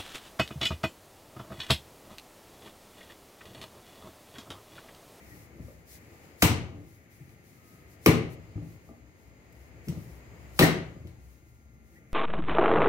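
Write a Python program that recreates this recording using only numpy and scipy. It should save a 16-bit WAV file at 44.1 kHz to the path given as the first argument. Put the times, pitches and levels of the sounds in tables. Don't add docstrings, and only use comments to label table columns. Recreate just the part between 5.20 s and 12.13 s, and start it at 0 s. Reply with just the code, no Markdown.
import sys
import numpy as np
from scipy import signal
from scipy.fft import rfft, irfft
from scipy.io import wavfile
from scipy.ndimage import uniform_filter1d

SR = 44100
rng = np.random.default_rng(int(sys.argv[2]) if len(sys.argv) > 2 else 0)


def decibels_to_gain(level_db):
    exponent = np.asarray(level_db, float) / 20
    return 10 ** exponent


def materialize(psi):
    bounded = np.clip(np.atleast_2d(psi).T, -1, 1)
    quanta = np.round(bounded * 32767).astype(np.int16)
    wavfile.write(sys.argv[1], SR, quanta)


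N = 305657


def on_log(table, hz):
    f, v = np.transpose(table)
    return np.interp(np.log(np.maximum(hz, 1)), np.log(f), v)


def curve(table):
    s, *columns = np.transpose(table)
    return [np.interp(np.arange(N) / SR, s, c) for c in columns]


def level(x, db):
    return x * decibels_to_gain(db) / np.sqrt(np.mean(x ** 2))


def add(track, s, piece):
    i = int(s * SR)
    track[i:i + len(piece)] += piece[:len(track) - i]


def walk(rate_hz):
    k = int(SR / rate_hz)
    steps = np.repeat(rng.standard_normal(N // k + 1), k)
    return 1.3 * uniform_filter1d(uniform_filter1d(steps, k), k)[:N]


MIC_GAP_M, MIC_ALIKE = 0.14, 0.85


def diffuse(size, gain):
    hz = np.fft.rfftfreq(size, 1 / SR)
    alike = MIC_ALIKE * np.sinc(2 * hz * MIC_GAP_M / 343)
    mid, side = rfft(rng.standard_normal((2, size))) * gain(hz)
    mid = mid * np.sqrt(1 + alike)
    side = side * np.sqrt(1 - alike)
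    return irfft(np.array([mid + side, mid - side]), size)


# (time [s], peak [dB], pocket [Hz], pocket over hiss [dB], fade [ms])
SMACKS = [(1.221, -15.5, 7160, -10, 7.9), (1.223, -12, 2380, -2.5, 1.65), (1.2253, -22, 714, 5, 4.2),
          (2.092, -57, 2070, -11, 1.6), (2.8604, -9, 2250, 0.5, 1.1), (4.6837, -37, 5600, -8, 2.5),
          (5.3908, -8, 2290, -7, 1.3), (5.395, -19, 4000, 6, 0.9), (5.4088, -20, 2060, -8, 1.1),
          (5.424, -21, 1860, 5.5, 10.6), (5.871, -49.5, 4080, -11, 1.8)]
# (frequency [Hz], density [dB per Hz])
SMACK_COLOUR = [(530, -22), (900, -3.5), (1630, -4.5), (2360, -3.5), (4770, -9), (6900, -11), (8250, -13.5),
                (8960, -12.5), (15500, -13)]
SMACK_RISE_MS = 0.6
TREBLE_DB, TREBLE_DB_PER_OCTAVE = -12, 2.5


def smacks():
    burst, click = np.zeros(N), np.zeros((3, N))
    t_ms = np.arange(2048) / SR * 1000
    hz = np.fft.rfftfreq(2048, 1 / SR)
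    swell = np.exp(t_ms / SMACK_RISE_MS - 3)
    for k, (s, peak_db, pocket_hz, pocket_db, fade_ms) in enumerate(SMACKS):
        start_s = s - SMACK_RISE_MS / 1000
        treble_db = TREBLE_DB + TREBLE_DB_PER_OCTAVE * np.log2(pocket_hz / 2000)
        tilt_db = (treble_db + 10) * np.clip(np.log2(hz / 4000 + 1e-9), 0, 1)
        colour = decibels_to_gain(on_log(SMACK_COLOUR, hz) + tilt_db)
        hiss = level(irfft(rfft(rng.standard_normal(2048)) * colour), 0)
        ring = decibels_to_gain(pocket_db + 3) * np.sin(2 * np.pi * pocket_hz * t_ms / 1000)
        envelope = np.minimum(swell, np.exp((3 * SMACK_RISE_MS - t_ms) / fade_ms))
        piece = decibels_to_gain(peak_db - 5) * (hiss + ring) * envelope
        add(burst, start_s, piece)
        colour *= 1 + decibels_to_gain(pocket_db + 4) / (1 + ((hz / pocket_hz - 1) / 0.16) ** 2)
        puff = irfft(colour * np.exp(1j * np.angle(rfft(piece))))
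        puff = np.roll(puff, 128)[:1024]
        puff *= np.sqrt(np.sum(piece ** 2) / np.sum(puff ** 2))
        add(click[k % len(click)], start_s - 128 / SR, puff)
    return burst, click


# (frequency [Hz], level [dB], t60 [s])
COUNTER_MODES = [(72, -3.5, 0.083), (87.7, 2.5, 0.21), (92, -4.5, 0.48), (108.6, 0.5, 0.17), (132, -3, .16),
                 (164.2, 0.5, 0.13), (236.5, -4, 0.11), (290, -2, .14), (348.3, -0.5, 0.099),
                 (385.5, -8, .16), (433, -1.5, 0.074), (554, 4, 0.027), (661.3, -3.5, 0.097),
                 (795, 3.5, 0.019), (920, -13, 0.023), (1200, 2.5, 0.033)]
# (time [s], peak [dB], region [octaves over 90 Hz], fall above [dB per octave])
LANDINGS = [
    (1.224, -15.5, 0, 1.6),
    (1.24, -15, 0.46, 6),
    (1.305, -18, 0.55, 17),
    (1.399, -39, 0, 16),
    (2.861, -7.5, 0.97, 6.5),
    (2.877, -7, 0.55, 8.5),
    (5.394, -15.5, 0.92, 2),
    (5.402, -20.5, 2.05, 4.5),
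    (5.41, -13, 1.34, 5),
    (5.43, -13, 0.99, 2),
]
KNOCKS = [(.35, -45, 1.1, 10), (.394, -29, 1, 16), (.442, -44, 0.4, 10.5), (.482, -53, 2.1, 5),
          (.918, -53.5, 0, 6.5), (2.003, -39, 0.78, 24), (3.356, -25, 1.12, 17.5),
          (3.376, -31.5, 0.29, 5.5), (3.417, -33.5, 0.54, 8.5), (3.454, -40, 0.69, 10),
          (3.688, -44.5, 1.4, 2), (3.705, -44.5, 1.54, 11), (4.672, -28, 1, 13), (4.687, -22, 1.05, 17.5),
          (4.721, -34, 1, 8.5), (4.772, -38, 0.46, 6), (4.891, -53, 0.29, 4), (5.132, -44, 0.098, 9.5),
          (5.758, -32.5, 1, 11.5), (5.799, -32.5, 0.44, 16), (5.848, -34, 0.81, 10.5), (6.22, -54, 0, 5)]
BELOW_DB_PER_OCTAVE = 14


def counter(knead_db):
    pushes = list(LANDINGS) + list(KNOCKS)
    out = np.zeros(N)
    place = rng.standard_normal((len(pushes), len(COUNTER_MODES)))
    rolling = decibels_to_gain(knead_db - 36 + 2 * walk(14)) * rng.standard_normal(N)
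    t = np.arange(200) / SR
    for k, (hz, db, t60_s) in enumerate(COUNTER_MODES):
        force = rolling * min(300 / hz, 1)
        shape = np.hanning(len(t)) * np.cos(2 * np.pi * hz * (t - t.mean()))
        shape /= np.abs(shape @ np.exp(-2j * np.pi * hz * t))
        for (s, peak_db, region, fall_db), luck in zip(pushes, place[:, k]):
            off = np.clip(np.log2(hz / 90), 0, 3.4) - region
            reach_db = peak_db - fall_db * max(off, 0) + BELOW_DB_PER_OCTAVE * min(off, 0)
            add(force, s - t.mean() / 2, decibels_to_gain(reach_db + 5.1 * luck - 3.5) * shape)
        pole = np.exp(2j * np.pi * hz / SR - np.log(1000) / (t60_s * SR))
        out += (-1) ** k * decibels_to_gain(db) * signal.lfilter([1], [1, -pole], force).imag
    return out


THROWS_S = [
    1.221,
    2.861,
    5.391,
]
# (time [s], effort [dB])
EFFORT = [(0, -49.5), (.3, -53), (.48, -53.5), (.6, -59), (.76, -49.5), (1.03, -56.5), (1.7, -56),
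          (2.01, -52.5), (2.3, -58.5), (2.84, -53), (3.4, -62), (3.77, -58.5), (3.96, -63), (4.67, -51.5),
          (5.11, -59.5), (5.9, -58), (6.46, -64), (6.85, -54.5)]
SETTLE_DB, SETTLE_DB_PER_S = -27, 64
SCRAPE_DB, SCRAPE_SLOPE = -67.5, 1.2


def kneading():
    t = np.arange(N) / SR
    effort_db, = curve(EFFORT)
    settle = sum((t > s) * decibels_to_gain(SETTLE_DB - SETTLE_DB_PER_S * np.abs(t - s)) ** 2 for s in THROWS_S)
    knead_db = 10 * np.log10(decibels_to_gain(effort_db) ** 2 + settle)
    return knead_db, SCRAPE_DB + SCRAPE_SLOPE * (effort_db + 56)


# (middle [s], peak [dB], half length [s])
BRUSHES = [(0.13, -63.5, 0.15), (0.49, -67.5, 0.13), (0.727, -56, 0.055), (0.97, -70, 0.22),
           (1.703, -69.5, 0.12), (1.945, -67.5, 0.046), (2.046, -71.5, 0.14), (2.304, -68.5, 0.11),
           (2.52, -69, 0.13), (2.716, -68, .05), (3.125, -63, 0.029), (3.506, -68.5, 0.078),
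           (3.67, -74, 0.051), (4.038, -76, 0.074), (4.327, -68, 0.0055), (4.42, -70.5, .08),
           (4.672, -64, .03), (4.833, -65.5, 0.15), (5.255, -74.5, 0.13), (5.863, -79, 0.02),
           (6.104, -72, 0.1), (6.291, -78, 0.14), (6.73, -72.5, .08), (6.93, -75, .025)]
BRUSH_EDGE_DB, CLOTH_FLOOR_DB = 9.5, -79.5
WHOOSH_DB, WHOOSH_S = -51.5, 0.025


def brushing():
    t = np.arange(N) / SR
    brush = sum(decibels_to_gain(db - BRUSH_EDGE_DB * np.abs((t - s) / half_s) ** 3) ** 2 for s, db, half_s in BRUSHES)
    whoosh = sum((t < s) * decibels_to_gain(WHOOSH_DB - 10 * np.abs(t - s) / WHOOSH_S) ** 2 for s in THROWS_S)
    return 10 * np.log10(brush + whoosh + decibels_to_gain(CLOTH_FLOOR_DB) ** 2)


# (frequency [Hz], density [dB per Hz])
RUSTLE_COLOUR = [(2500, -14.5), (4000, -10), (6500, -9), (8500, -12.5), (10500, -8.5), (15500, -8.5)]


def rustle(scrape_db, cloth_db):
    scrape = diffuse(N, lambda f: 1 / (1 + ((f - 2050) / 420) ** 2))
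    cloth = diffuse(N, lambda f: decibels_to_gain(on_log(RUSTLE_COLOUR, f)) / (1 + (2600 / (f + 1)) ** 4))
    scrape = level(scrape, -6.0) * decibels_to_gain(scrape_db + 0.4 * walk(8.4))
    cloth = level(cloth, 0.9) * decibels_to_gain(cloth_db + 1.2 * walk(34))
    return scrape + cloth


# (time [s], length [s], frequency [Hz], level [dB], roughness [rad per sample])
SQUEAKS = [
    (0.093, 0.074, 1880, -60, 0.055),
    (0.852, 0.22, 1207, -75, 0.043),
    (1.498, 0.19, 290, -55, 0.035),
    (2.241, 0.55, 1265, -73.5, 0.052),
    (6.152, 1, 222, -69.5, 0.049),
    (6.741, 0.063, 1934, -63.5, 0.1),
]


def squeaks():
    out = np.zeros(N)
    for s, length_s, hz, db, rough in SQUEAKS:
        size = min(int(length_s * SR), SR)
        wobble = np.cumsum(rough * rng.standard_normal(size))
        tone = np.sin(2 * np.pi * hz * np.arange(size) / SR + wobble)
        add(out, s, decibels_to_gain(db + 3) * np.hanning(size) * tone)
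    return out


# (frequency [Hz], t60 [s])
ROOM_T60 = [(60, 0.89), (125, 0.68), (300, 0.44), (1000, 0.48), (3000, 0.46), (7000, 0.35), (14000, 0.18)]
# (frequency [Hz], level [dB])
ROOM_COLOUR = [(50, -6.5), (150, -4), (500, 4), (1500, -2.5), (4000, -2), (9000, 0), (16000, 4.5)]


def room():
    t, tail = np.arange(SR) / SR, 0.0
    for hz in 45 * 2 ** np.arange(0, 8.6, 0.5):
        band = diffuse(SR, lambda f: np.cos(np.pi * np.clip(np.log2(f / hz + 1e-9), -0.5, 0.5)) ** 2)
        build = 1 - np.exp(-(t / (0.00061 + 6.9 / hz)) ** 2)
        decay = decibels_to_gain(on_log(ROOM_COLOUR, hz) - 60 * t / on_log(ROOM_T60, hz))
        tail = tail + band * build * decay
    return tail / np.sqrt(SR / 10)


# (frequency [Hz], density [dB per Hz])
AIR = [(18, -38), (30, -13.5), (81, -11), (350, -16.5), (575, -21.5), (830, -24.5), (1550, -30),
       (2070, -24), (3490, -39), (5170, -37), (5740, -51.5), (6540, -35), (8720, -49.5), (15500, -46.5)]
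AIR_DB = -61.5
# (time [s], murmur [dB], low drone [dB])
AIR_SWELL = [(0, -66, -60), (.7, -68.5, -60), (1.05, -62, -72.5), (1.8, -72.5, -71.5), (2.6, -68, -65.5),
             (3.4, -64, -63), (3.8, -70.5, -59), (4.8, -63.5, -51), (5.3, -60.5, -52.5), (6.2, -72.5, -60),
             (6.93, -78.5, -59)]
# (frequency [Hz], width [Hz], level [dB])
DRONE = [(66, 5, 1), (122, 12, -9.5)]
# (frequency [Hz], rms level [dB])
WHINE = [(1389, -84.5), (2083, -81), (6395, -84), (6546, -90.5)]


def air():
    murmur_db, drone_db = curve(AIR_SWELL)
    murmur = 0
    for hz in 32 * 2 ** np.arange(10.0):
        def band_gain(f):
            octaves = np.clip(np.log2(f / hz + 1e-9), -1, 1)
            return decibels_to_gain(on_log(AIR, f)) * np.cos(np.pi / 2 * octaves)
        swell_db = min(hz / 400, 1) * (murmur_db - murmur_db.mean())
        murmur = murmur + diffuse(N, band_gain) * decibels_to_gain(0.9 * walk(1.5) + swell_db)
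    drone = diffuse(N, lambda f: sum(decibels_to_gain(db) / (1 + ((f - hz) / width) ** 2) for hz, width, db in DRONE))
    drone = level(drone, -2.0) * decibels_to_gain(drone_db + 1.5 * walk(3.5))
    t, tones = np.arange(N) / SR, 0
    for hz, db in WHINE:
        phase = np.array([[0], [2]]) + 0.96 * walk(1.2)
        tones = tones + decibels_to_gain(db + 3.5 + 0.69 * walk(0.95)) * np.sin(2 * np.pi * hz * t + phase)
    return level(murmur, AIR_DB) + drone + tones


LEFT_LATE_MS = 0.17


def scene():
    knead_db, scrape_db = kneading()
    thud = counter(knead_db)
    burst, click = smacks()
    direct = decibels_to_gain(-3.5) * thud + burst + squeaks()
    direct = np.array([np.roll(direct, int(LEFT_LATE_MS * SR / 1000)), direct])
    wet = 0
    for spot in click:
        source = decibels_to_gain(-6.0) * thud + decibels_to_gain(6.5) * spot
        wet = wet + signal.fftconvolve(source[None], room(), axes=1)[:, :N]
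    return direct + wet + rustle(scrape_db, brushing()) + air()


def roll_off(x):
    return signal.sosfilt(signal.butter(12, 16620, fs=SR, output="sos"), x)


LEFT_LOUDER_DB, TOP_HZ = 3, 15750


def record(dry):
    cuts = [signal.butter(3, hz, "high", fs=SR) for hz in (44, 56)]
    x = np.array([signal.lfilter(*cut, side) for cut, side in zip(cuts, dry)])
    x = x * decibels_to_gain([[LEFT_LOUDER_DB / 2], [-LEFT_LOUDER_DB / 2]])
    rounded = np.tanh(x * 1.007) / 0.64
    top_cut = signal.ellip(8, 0.3, 50, TOP_HZ, fs=SR, output="sos")
    mix = signal.sosfilt(top_cut, rounded)
    return roll_off(mix)


dry = scene()
out = record(dry)
materialize(out)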